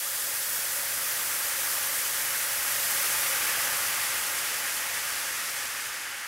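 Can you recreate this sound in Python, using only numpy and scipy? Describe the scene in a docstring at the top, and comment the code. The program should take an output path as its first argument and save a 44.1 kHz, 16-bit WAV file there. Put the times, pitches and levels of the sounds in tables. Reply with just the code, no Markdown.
"""A dense bright fizz, close by: wine poured into a very hot steel wok on a gas ring.
Droplets flash to steam while bubbles seethe in the pool; the bowl colours both.
As the wine floods and cools the steel, the fizz sinks and dulls and the bubbling takes over.
Behind them, a faint fading steam whistle and the soft rumble of flame and churning liquid."""
import sys
import numpy as np
from scipy import signal
from scipy.io import wavfile

SR = 44100
rng = np.random.default_rng(int(sys.argv[2]) if len(sys.argv) > 2 else 0)


def wav_out(sig):
    """Save sig, one row per channel (or a flat mono array), as 16-bit PCM at SR to the path in sys.argv[1]."""
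    wavfile.write(sys.argv[1], SR, np.round(np.clip(np.atleast_2d(sig).T, -1, 1) * 32767).astype(np.int16))


N = 276639

# Droplet burst spectrum: f/Hz, relative density/dB
FIZZ_SPECTRUM = [(420, -15.5), (540, -3.5), (750, -11.5), (1400, -8), (2400, -8.5), (3300, -4.5),
                 (4000, -4), (4800, -1), (6000, -1), (7000, -1.2), (9300, 1), (10800, 1.6), (12800, -0.1),
                 (16000, -4.5)]
# Fizz, surging as the wine reaches the last dry metal: t/s, relative level/dB
FIZZ_ENVELOPE = [(0, -32.5), (0.15, -32), (0.55, -31), (0.85, -31.5), (1.6, -30.5), (2.55, -30.5),
                 (3.05, -28), (3.5, -29.7), (4, -30), (4.4, -31.5), (5.2, -32.5), (5.8, -35), (6.27, -40)]


def fizz(t, flooded_s, trim_db=0.44, snap_share=0.078):
    """Tiny droplets burst on the steel; the hotter it is, the finer and brighter they are."""
    dulling_db = 0.68 * t + 0.56 * flooded_s
    bright_db = 1.36 - dulling_db + 0.24 * swing_db(FIZZ_ENVELOPE)
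    spurts_db = 0.28 * drift(rate_hz=14)  # liquid reaches dry metal in spurts
    snaps = pops(per_s=1500, spread_db=2.5)  # larger bursts, common to all bands
    out = 0
    for k, (hz, sos) in enumerate(bands(400, 17500, count=28)):
        droplets = pops(per_s=16000, spread_db=1.77)
        bursts = np.sqrt(1 - snap_share) * droplets + np.sqrt(snap_share) * (-1) ** k * snaps
        fineness = max(hz - 7000, -2500) / 7500  # heat acts mostly on the top octave
        band_db = at_hz(FIZZ_SPECTRUM, hz) + bright_db * fineness + 0.44 * drift(rate_hz=15)
        out += from_db(band_db) * signal.sosfilt(sos, bursts)
    return from_db(in_time(FIZZ_ENVELOPE) + trim_db + spurts_db) * rms_one(out)


# Bubble spectrum: f/Hz, relative density/dB
BUBBLE_SPECTRUM = [(220, -18.5), (320, -12.5), (430, -14.5), (560, -12), (820, -6), (1000, -7), (1250, -3),
                   (1650, 1.5), (2000, -0.4), (2400, -1), (3000, -7.5), (3700, -17), (4600, -24)]
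# Vigour of the boil: t/s, relative level/dB
BOIL_ENVELOPE = [(0, -40.5), (1.2, -37.0), (2.6, -36), (3.2, -34), (3.52, -32.5), (3.85, -34), (4.15, -34),
                 (5.3, -36.1), (6.27, -38.5)]


def bubbling(t, main_hz=1750, main_width_oct=0.19, trim_db=-0.1):
    """Steam bubbles collapse in the pool, each ringing some cycles at the pitch of its size."""
    tilt_db_per_oct = -0.48 + 0.2 * t  # bubbles grow finer
    focus_db = 0.1 - 0.52 * swing_db(BOIL_ENVELOPE)  # a soft boil favours one size, a hard one makes all
    surges_db = 0.33 * drift(rate_hz=20)
    out = 0
    for hz, sos in bands(200, 4800, count=24):
        rings = signal.sosfilt(sos, pops(per_s=1900, spread_db=1.74))
        octaves = np.log2(hz / main_hz)
        main_size = np.exp(-(octaves / main_width_oct) ** 2) - 0.5
        band_db = at_hz(BUBBLE_SPECTRUM, hz) + tilt_db_per_oct * octaves + focus_db * main_size
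        out += rings * from_db(band_db + 0.34 * drift(rate_hz=10))
    return from_db(in_time(BOIL_ENVELOPE) + trim_db + surges_db) * rms_one(out)


# Peaks and notches of the wok: f/Hz, width/Hz, gain/dB
BOWL_RESONANCES = [(535, 44, 4), (582, 41, 2), (650, 41, -8.5), (675, 33, 4.5), (776, 36, -11),
                   (810, 43, 5), (868, 79, 2), (1030, 45, -2), (1064, 32, 4.5), (1060, 23, -1),
                   (1203, 81, 3), (1425, 39, 3.5), (1460, 81, -1.6), (1630, 52, 2.5), (1790, 31, 0),
                   (1910, 54, 3), (2380, 73, -5), (2490, 61, 2), (2630, 50, -2), (2740, 120, 1),
                   (2880, 60, -1.5), (2990, 49, 5), (3226, 70, -4), (3330, 165, 4), (4100, 140, -2),
                   (6080, 220, 2), (7630, 200, 1.5), (8100, 360, -0.7), (12550, 500, 0.7), (14350, 500, 2)]


def bowl(x):
    """Reflections inside the wok lift some pitches and cancel others."""
    for hz, width_hz, gain_db in BOWL_RESONANCES:
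        lift = from_db(gain_db / 2)
        damping = np.pi * width_hz / SR
        tuning = -2 * np.cos(2 * np.pi * hz / SR)
        b = [1 + damping * lift, tuning, 1 - damping * lift]
        a = [1 + damping / lift, tuning, 1 - damping / lift]
        x = signal.lfilter(b, a, x)
    return x


def damp_ring(x, flooded_s, hz=550, width_hz=140, bare_db=0.5, loss_db_per_s=1.0):
    """The rising wine damps the low ring of the bowl."""
    b, a = signal.iirpeak(hz, hz / width_hz, fs=SR)
    gain = from_db(bare_db - loss_db_per_s * flooded_s)
    return x + (gain - 1) * signal.lfilter(b, a, x)


def whistle(t, hz=3354, width_hz=160, start_db=-54, fade_db_per_s=3):
    """Escaping steam sings in one narrow, unsteady resonance that fades as the steel cools."""
    b, a = signal.iirpeak(hz, hz / width_hz, fs=SR)
    tone = signal.lfilter(b, a, signal.lfilter(b, a, rng.standard_normal(N)))
    return from_db(start_db - fade_db_per_s * t) * rms_one(tone)


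# Flame and liquid turbulence: f/Hz, relative density/dB
RUMBLE_SPECTRUM = [(20, -16), (35, -9), (55, -7), (85, 0), (130, 1), (165, -7), (210, -3.5), (300, -12),
                   (450, -25)]


def rumble(mean_db=-59.5):
    """Low turbulence of the flame and the churning liquid, swelling with fizz and boil."""
    level_db = mean_db + 0.77 * swing_db(FIZZ_ENVELOPE) + 0.7 * swing_db(BOIL_ENVELOPE)
    out = 0
    for hz, sos in bands(18, 500, count=12):
        turbulence = signal.sosfilt(sos, rng.standard_normal(N))
        out += turbulence * from_db(at_hz(RUMBLE_SPECTRUM, hz) + 0.1 * drift(rate_hz=7.1))
    return from_db(level_db) * rms_one(out)


def pops(per_s, spread_db):
    """Random clicks of either sign, many small and a few large; unit power."""
    born = rng.random(N) < per_s / SR
    sizes = from_db(spread_db * np.minimum(rng.exponential(1, N), 5))
    return rms_one(born * sizes * rng.choice([-1, 1], N))


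def drift(rate_hz):
    """Smooth random wander of unit spread."""
    hop, settle = 40, 2000
    pole = np.exp(-2 * np.pi * rate_hz * hop / SR)
    noise = rng.standard_normal(N // hop + settle + 2)
    slow = signal.lfilter([1], [1, -2 * pole, pole * pole], noise)[settle:]
    return np.interp(np.arange(N) / hop, np.arange(len(slow)), rms_one(slow))


def bands(low_hz, high_hz, count):
    """Centre and band-pass of each band, evenly spaced in pitch."""
    edges = np.geomspace(low_hz, high_hz, count + 1)
    return [(np.sqrt(a * b), signal.butter(2, [a, b], "band", fs=SR, output="sos"))
            for a, b in zip(edges, edges[1:])]


def at_hz(spectrum, hz):
    """Spectrum level, interpolated in log frequency."""
    freqs_hz, levels_db = np.transpose(spectrum)
    return np.interp(np.log(hz), np.log(freqs_hz), levels_db)


def in_time(envelope):
    """Envelope level at each sample."""
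    times_s, levels_db = np.transpose(envelope)
    return np.interp(np.arange(N) / SR, times_s, levels_db)


def swing_db(envelope):
    """Envelope level about its mean."""
    level_db = in_time(envelope)
    return level_db - level_db.mean()


def from_db(db):
    """Decibels to gain."""
    return 10 ** (np.asarray(db) / 20)


def rms_one(x):
    """Scale to unit power."""
    return x / np.sqrt(np.mean(x ** 2) + 1e-20)


def scene():
    """Fizz and boil in the bowl, over whistle and rumble; one microphone feeds both channels."""
    t = np.arange(N) / SR
    flooded_s = np.maximum(t - 3.0, 0)  # time since the wine covered the bottom
    wok = bowl(fizz(t, flooded_s) + bubbling(t))
    sound = damp_ring(wok, flooded_s) + whistle(t) + rumble()
    return np.stack([sound, sound])


def record(dry):
    """Steep low-pass."""
    cutoff_hz = 15750
    return signal.sosfilt(signal.ellip(14, 0.1, 85, cutoff_hz, fs=SR, output="sos"), dry)


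dry = scene()
out = record(dry)
wav_out(out)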